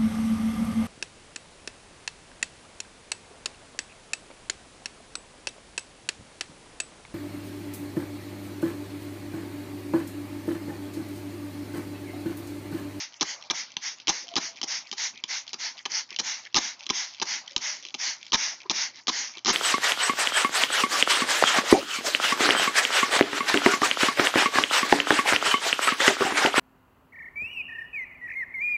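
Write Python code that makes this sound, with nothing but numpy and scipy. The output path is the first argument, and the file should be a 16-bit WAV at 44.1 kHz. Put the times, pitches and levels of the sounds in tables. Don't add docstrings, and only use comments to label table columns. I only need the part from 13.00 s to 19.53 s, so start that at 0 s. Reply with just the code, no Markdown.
import sys
import numpy as np
from scipy import signal
from scipy.io import wavfile

SR = 44100
rng = np.random.default_rng(int(sys.argv[2]) if len(sys.argv) > 2 else 0)


def boost(x):
    u = np.asarray(x, float) / 20
    return 10 ** u


def master_out(mix):
    frames = np.transpose(np.atleast_2d(mix))
    ceiling = np.clip(frames, -1, 1)
    pcm = np.round(ceiling * 32767).astype(np.int16)
    wavfile.write(sys.argv[1], SR, pcm)


N = 287973

# f/Hz, bandwidth/Hz, level/dB
SHELL_MODES = [(2285, 400, -7), (2720, 210, -8), (3153, 260, -2.5), (3556, 405, -1.5), (4085, 530, -1),
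               (4810, 415, -1.5), (5350, 565, 2), (5960, 580, 3), (6314, 700, 0)]
# f/Hz, bandwidth/Hz, level/dB
HEAD_MODES = [(813, 84, -2), (992, 118, 0.5), (1234, 89, -2), (1650, 320, -7)]
# f/Hz, bandwidth/Hz, level/dB
BOTTLE_MODES = [(234.7, 59.5, -2), (348, 72, 0), (510, 420, -13.5)]
# f/Hz, bandwidth/Hz, level/dB
INLET_MODES = [(1970, 330, -8), (2360, 210, -3), (2670, 190, -10.5)]
# t/s, peak level/dB, brightness/dB
FIRST_SLIPS = [(0.21, -8, -5), (0.5001, -10, -7), (0.7676, -12, -4), (1.0721, -14, -1), (1.3562, -14, 2),
               (1.615, -16, -1), (1.9145, -18, -2), (2.2385, -15, -3), (2.5318, -18, 0), (2.8538, -18, -6),
               (3.1885, -14, 4), (3.5446, -7, -3), (3.8923, -15, 0), (4.199, -21, 3), (4.5634, -7, -2),
               (4.9423, -16, 1), (5.3208, -11, -3), (5.6972, -8, -2), (6.0708, -14, -2), (6.4481, -12, -3)]
# start t/s, stop t/s, level/dB
INTAKES = [(0.116, 0.144, -66), (0.417, 0.45, -53), (0.706, 0.74, -52), (0.976, 1.03, -55),
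           (1.287, 1.323, -52), (1.565, 1.589, -45), (1.85, 1.895, -53), (2.14, 2.201, -50),
           (2.465, 2.512, -54.5), (2.766, 2.808, -51), (3.094, 3.15, -38), (3.449, 3.475, -48),
           (3.793, 3.842, -51), (4.135, 4.19, -51), (4.47, 4.539, -54), (4.814, 4.911, -57),
           (5.196, 5.292, -52), (5.606, 5.64, -44.5), (5.937, 6.003, -47.5), (6.342, 6.395, -44)]


def rms_one(x):
    return x / np.sqrt(np.mean(x ** 2) + 1e-20)


def drift(rate):
    r = np.exp(-2 * np.pi * rate / SR)
    noise = rng.standard_normal(N + 9000)
    return rms_one(signal.lfilter([1], [1, -2 * r, r * r], noise)[9000:])


def resonance(x, hz, width_hz):
    r = np.exp(-np.pi * width_hz / SR)
    zeros = np.array([1, 0, -1]) * (1 - r * r) / 2
    poles = [1, -2 * r * np.cos(2 * np.pi * hz / SR), r * r]
    return signal.lfilter(zeros, poles, x)


def grains(per_s, spread_db):
    sizes = boost(spread_db * np.minimum(rng.exponential(1, N), 5)) * rng.choice([-1, 1], N)
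    return rms_one(sizes * (rng.random(N) < per_s / SR))


def hiss(modes, drive, patchy_db, rate):
    total = np.zeros(N)
    for k, (hz, width, db) in enumerate(modes):
        flicker = boost(db + patchy_db * drift(rate))
        total += (-1) ** k * flicker * resonance(drive, hz, width)
    return rms_one(total)


def struck(events, modes, scrub_s, scrub_db, vary_db):
    rows, span = np.array(events, float), 1400
    brightness = rows[:, 2] if rows.shape[1] > 2 else np.zeros(len(rows))
    luck = rng.standard_normal((len(rows), len(modes)))
    decay = np.exp(-np.arange(span) / (scrub_s * SR))
    drive = boost(scrub_db) * rng.standard_normal((len(rows), span)) * decay
    drive[:, 0] = 1
    hits = np.zeros((len(rows), span))
    for k, (hz, width, db) in enumerate(modes):
        tilt_db = brightness * np.tanh((hz - 4400) / 500) / 2
        gain = boost(db + vary_db * luck[:, k] + tilt_db)
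        hits += (-1) ** k * resonance(drive, hz, width) / width * gain[:, None]
    hits *= (boost(rows[:, 1]) / np.abs(hits).max(axis=1))[:, None]
    out = np.zeros(N + span)
    first = ((rows[:, :1] - .0004) * SR).astype(int)
    np.add.at(out, first + np.arange(span), hits)
    return out[:N]


def lingering(level, t60):
    fall = 60 / t60 * np.arange(N) / SR
    return boost(np.maximum.accumulate(20 * np.log10(level + 1e-9) + fall) - fall)


def hum():
    hum_hz, hum_db = 116.6, -83.5
    level = boost(hum_db + 6.5 + 2.0 * drift(9.2))
    return level * np.sin(2 * np.pi * hum_hz * np.arange(N) / SR)


def room_noise(jet):
    # f/Hz, bandwidth/Hz, level/dB
    room_modes = [(244, 120, -1), (550, 157, -1), (835, 415, 1.5), (1510, 530, -4.5)]
    level = boost(-63.5) + boost(-36.5) * lingering(jet, t60=0.43)
    level = level + boost(-24.5) * lingering(rasp_levels()[0], t60=0.46)
    return level * hiss(room_modes, rng.standard_normal(N), patchy_db=3.5, rate=17)


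def dribble(jet):
    # f/Hz, bandwidth/Hz, level/dB
    drop_modes = [(1980, 500, -2.5), (2980, 1100, -1), (4530, 1440, 3.5), (6200, 1840, 1),
                  (6630, 800, -5.5)]
    level = boost(-56.0) + boost(-19.5) * lingering(jet, t60=0.27)
    return level * hiss(drop_modes, grains(8000, 3.1), patchy_db=4.0, rate=15)


def rest():
    fall_db_per_s, deepest_db = 170.0, -10.0
    t, db = np.arange(N) / SR, np.zeros(N)
    for (_, home, _), (pull, *_) in zip(INTAKES, FIRST_SLIPS):
        db -= fall_db_per_s * (t - home) * (t > home) * (t < pull)
    return boost(np.maximum(db, deepest_db))


def gurgle():
    # start t/s, stop t/s, first f/Hz, last f/Hz, level/dB
    notes_sung = [
        (1.266, 1.55, 693, 663, -54),
        (1.322, 1.345, 680, 674, -40),
        (1.388, 1.44, 678, 672, -45),
        (4.518, 4.61, 560, 550, -58),
        (4.675, 4.784, 600, 628, -56),
    ]
    edge_s, overtone_db = .009, -24.0
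    t, out = np.arange(N) / SR, np.zeros(N)
    waver = 1 + .01 * drift(30)
    flutter = boost(2.5 * drift(30) + 3.0 * drift(90))
    for start, stop, from_hz, to_hz, db in notes_sung:
        shape = np.interp(t, [start - edge_s, start, stop, stop + edge_s], [0, 1, .4, 0])
        on = shape > 0
        pitch_hz = np.interp(t, [start, stop], [from_hz, to_hz]) * waver
        phase = 2 * np.pi * np.cumsum(pitch_hz[on]) / SR
        out[on] += boost(db) * shape[on] * (np.sin(phase) + boost(overtone_db) * np.sin(2 * phase))
    return out * flutter


def slosh():
    # start t/s, loudest t/s, stop t/s, level/dB
    wash = (.32, .375, .485, -51.0)
    # f/Hz, bandwidth/Hz, level/dB
    air_modes = [(585, 60, 0), (850, 200, -8), (1210, 110, -5)]
    start, loudest, stop, db = wash
    shape = np.interp(np.arange(N) / SR, [start, loudest, stop, stop + 0.015], [0.1, 1, 0.36, 0.055])
    return boost(db) * shape * hiss(air_modes, rng.standard_normal(N), patchy_db=2.0, rate=25)


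def background(jet):
    return (dribble(jet) + room_noise(jet)) * rest() + gurgle() + slosh() + hum()


def suction():
    t, level = np.arange(N) / SR, np.zeros(N)
    for start, stop, db in INTAKES:
        times = [start - .006, start, stop, stop + 0.0044]
        level += boost(db) * np.interp(t, times, [0.009, 0.37, 0.49, 0])
    return level * hiss(INLET_MODES, grains(5000, 2.6), patchy_db=4.5, rate=9.7)


def pressure():
    # valve opens t/s, full pressure t/s, faded t/s, level/dB
    mists = [(-0.06, -0.011, 0.08, -32), (0.231, 0.301, 0.37, -33.5), (0.527, 0.591, 0.66, -32.5),
             (0.807, 0.866, 0.946, -32.5), (1.105, 1.14, 1.255, -34.5), (1.384, 1.445, 1.519, -33),
             (1.661, 1.732, 1.817, -30.5), (1.961, 2.038, 2.108, -29), (2.273, 2.338, 2.418, -29),
             (2.577, 2.646, 2.727, -31), (2.887, 2.977, 3.033, -29), (3.222, 3.283, 3.41, -30),
             (3.572, 3.648, 3.742, -31), (3.912, 3.99, 4.1, -30.5), (4.249, 4.325, 4.413, -28.5),
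             (4.599, 4.664, 4.785, -29), (4.977, 5.063, 5.158, -27.5), (5.356, 5.434, 5.546, -27.5),
             (5.713, 5.82, 5.896, -27.5), (6.096, 6.18, 6.31, -29), (6.446, 6.477, 6.66, -28)]
    t, jet = np.arange(N) / SR, np.zeros(N)
    for opens, full, faded, db in mists:
        rise = np.clip((full - t) / (full - opens + 0.018), 0, 3)
        fall = np.clip((t - full) / (faded - full), 0, 9)
        lifted = np.clip((t - opens) / 0.022, 0, 1)
        jet += boost(db - 21.8 * rise ** 2.16 - 16.9 * fall ** 1.87) * lifted
    return jet


def spray(jet):
    # f/Hz, bandwidth/Hz, level/dB
    jet_modes = [(3130, 500, -7.5), (3910, 660, -4.5), (4360, 776, -2.5), (5605, 1110, 1),
                 (6506, 1230, -3.5)]
    # f/Hz, bandwidth/Hz, level/dB
    nozzle_modes = [(890, 198, -8.5), (1528, 480, -6), (2097, 370, 0.5), (2856, 220, -2)]
    mist = (grains(14000, 1.6) + 0.78 * rng.standard_normal(N)) * boost(0.25 * drift(60))
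    outside = hiss(jet_modes, mist, patchy_db=1.5, rate=6.7)
    inside = hiss(nozzle_modes, mist, patchy_db=0.5, rate=7.4)
    return jet * (outside + boost(-6.0) * inside)


def catches():
    # t/s, peak level/dB
    let_go = [(.124, -37), (.4127, -35), (.7037, -37), (.9848, -37), (1.271, -33), (1.5592, -34),
              (1.8552, -40), (2.1578, -35), (2.4672, -33), (2.771, -34), (3.0909, -38), (3.4374, -35),
              (3.7932, -35), (4.1331, -36), (4.4625, -35), (4.8261, -31), (5.214, -35), (5.6033, -32),
              (5.9459, -39), (6.3379, -34)]
    # t/s, peak level/dB
    slack = [(.1979, -35), (.2032, -36), (.4386, -34), (.719, -31), (.7403, -36), (1.3166, -36),
             (1.5645, -33), (1.8716, -32), (2.7833, -31), (3.1443, -32), (3.47, -34), (3.527, -39),
             (3.7971, -33), (3.8285, -31), (3.842, -31), (3.8582, -34), (4.1381, -31), (4.1832, -35),
             (4.52, -31), (4.5322, -35), (4.8313, -33), (4.8406, -31), (4.8725, -33), (4.9057, -32),
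             (5.2827, -36), (5.6172, -31), (5.9584, -31), (5.9721, -32), (5.9911, -37), (6.352, -31)]
    gap_s, catch_db, spread_db = .013, -38.0, 2.0
    rows, luck = let_go + slack, rng.random((len(INTAKES), 2, 10))
    for (start, _), (_, stop, _), (gaps, sizes) in zip(let_go, INTAKES, luck):
        s = start + gap_s * np.cumsum(.4 + 1.2 * gaps)
        db = catch_db + spread_db * (3.5 * sizes - 1.75)
        rows = rows + list(zip(s, np.where(s < stop, db, -140)))
    return rows


def return_ticks():
    # t/s, peak level/dB
    hard_ticks = [(0.1414, -30), (0.4248, -28), (1.0001, -29), (1.2813, -26), (1.2884, -25), (1.3386, -24),
                  (1.5715, -30), (2.1761, -28), (2.4786, -26), (2.4925, -28), (2.7783, -29), (2.7907, -28),
                  (3.1054, -24), (3.1269, -27), (3.1624, -19), (3.4522, -27), (3.8069, -26), (3.8355, -27),
                  (3.8659, -18), (4.1469, -28), (4.4781, -24), (4.5099, -30), (4.851, -21), (4.8657, -28),
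                  (4.8861, -27), (5.229, -27), (5.2659, -30), (6.3716, -27), (6.3822, -26), (6.3908, -29)]
    # t/s, peak level/dB, brightness/dB
    valve_snaps = [(1.1144, -25, 10), (1.9815, -21, 14), (2.9184, -17, 18), (3.216, -31, 14),
                   (4.2553, -29, 10), (4.7678, -30, 8), (5.5332, -32, 10)]
    ticks = [(s, db, -2.5) for s, db in hard_ticks] + valve_snaps
    out = struck(ticks, SHELL_MODES, scrub_s=.0022, scrub_db=-17, vary_db=2.2)
    out += struck(catches(), SHELL_MODES, scrub_s=.002, scrub_db=-19, vary_db=2.5)
    return boost(-.8) * out


def knocks():
    # t/s, peak level/dB
    impacts = [(1.338, -33), (3.117, -34), (3.865, -41), (4.85, -43), (5.654, -33), (5.659, -36),
               (6.369, -35)]
    modes = BOTTLE_MODES[1:] + HEAD_MODES[1:] + INLET_MODES[:1]
    return boost(-5.5) * struck(impacts, modes, scrub_s=0.0076, scrub_db=-11, vary_db=2.0)


def rasp_levels():
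    # start t/s, stop t/s, level/dB, head re shell level/dB, bottle re shell level/dB
    rasps = [(0.209, 0.234, -26, -2.5, -5), (0.504, 0.517, -24, -6.5, -14), (1.082, 1.11, -23, -6.5, -19),
             (1.362, 1.387, -24, -4, -7.5), (1.634, 1.645, -26, -25, -13), (1.925, 1.939, -34, -7, -13.5),
             (2.533, 2.548, -37.5, -8, -23), (2.854, 2.866, -33, -3.5, -25),
             (3.191, 3.205, -23.5, -15, -14.5), (3.564, 3.59, -19.5, -4, -11.5), (3.9, 3.91, -29, -4.5, -5),
             (4.219, 4.233, -23, -5.5, -10), (4.577, 4.581, -27.5, -23, -24), (5.33, 5.358, -20, -3.5, -15),
             (5.707, 5.718, -21, -6.5, -10), (6.08, 6.102, -23, -4.5, -14.5), (6.479, 6.514, -22, 0, -7)]
    t, levels = np.arange(N) / SR, np.zeros((3, N))
    for start, stop, db, head_db, bottle_db in rasps:
        times = [start, start + 0.0022, max(stop - .003, start + .002), max(stop + .004, start + .003)]
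        levels[0] += boost(db) * np.interp(t, times, [0, 1.0, 0.68, 0.00011])
        low_shake = np.interp(t, times, [0.00047, 0.6, 0.74, 0.00045])
        levels[1:] += boost([[db + head_db], [db + bottle_db]]) * low_shake
    return levels


def judder():
    rasp = grains(10000, 1.8) * boost(1.0 * drift(200))
    out = np.zeros(N)
    for level, modes in zip(rasp_levels(), (SHELL_MODES, HEAD_MODES, BOTTLE_MODES)):
        out += level * hiss(modes, rasp, patchy_db=.8, rate=40)
    return out


def break_away():
    # t/s, peak level/dB, brightness/dB
    later_slips = [(0.2173, -11, 1), (0.227, -13, 5), (0.5108, -14, 4), (1.0804, -9, 0), (1.0926, -7, 12),
                   (1.0975, -9, 9), (1.3651, -10, 3), (1.6302, -17, 0), (1.9271, -22, 0), (2.5412, -21, 6),
                   (2.8591, -16, 0), (3.1992, -14, 6), (3.5537, -9, 3), (3.5613, -7, 11), (3.5672, -8, 10),
                   (3.9001, -10, 0), (3.905, -9, 7), (4.216, -13, 0), (4.947, -20, 0), (5.3303, -11, 4),
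                   (5.3436, -8, 0), (5.7039, -12, 3), (6.0807, -10, -1), (6.0925, -12, 0), (6.4586, -10, 3),
                   (6.468, -10, 3), (6.4771, -11, 7), (6.4854, -9, 7), (6.4935, -10, 3), (6.502, -8, 0)]
    grip = [(s, db - 6.1) for s, db, _ in FIRST_SLIPS] + [(s, db) for s, db, _ in later_slips]
    out = boost(-.6) * struck(FIRST_SLIPS + later_slips, SHELL_MODES, scrub_s=.0025, scrub_db=-17, vary_db=2.2)
    out += boost(-16.5) * struck(grip, HEAD_MODES, scrub_s=0.0054, scrub_db=-22.5, vary_db=6.5)
    out += boost(-21) * struck(grip, BOTTLE_MODES, scrub_s=0.004, scrub_db=-18.0, vary_db=2.5)
    return out


def nearby(x, t60, level_db):
    t = np.arange(SR // 4) / SR
    tail = rng.standard_normal(len(t)) * boost(-60 * t / t60) * np.clip(t / 0.0028, 0, 1)
    return boost(level_db) * signal.fftconvolve(x, tail / np.sqrt(np.sum(tail ** 2)))[:N]


def scene():
    jet = pressure()
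    trigger = return_ticks() + knocks() + judder() + break_away()
    reflected = nearby(trigger, t60=0.18, level_db=-14.5)
    return (background(jet) + suction() + spray(jet) + trigger + reflected)[None]


def roll_off(x):
    return signal.sosfilt(signal.butter(12, 9700, fs=SR, output="sos"), x)


def record(dry):
    x = signal.sosfilt(signal.butter(6, 105, "high", fs=SR, output="sos"), dry)
    x = .8 * np.tanh(x / .8)
    strain = np.maximum(np.abs(x) - .14, 0)
    x = x + 0.4 * signal.sosfilt(signal.butter(1, [15, 150], "band", fs=SR, output="sos"), strain)
    top_hz = 7830
    x = signal.sosfilt(signal.cheby2(10, 60, top_hz + 700, fs=SR, output="sos"), x)
    mirror = x * np.cos(2 * np.pi * 15000 * np.arange(N) / SR)
    image = signal.sosfilt(signal.butter(4, [8300, 9400], "band", fs=SR, output="sos"), mirror)
    x = x + boost(-41 + 4.3 * drift(24)) * image
    return roll_off(x)


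dry = scene()
out = record(dry)
master_out(out)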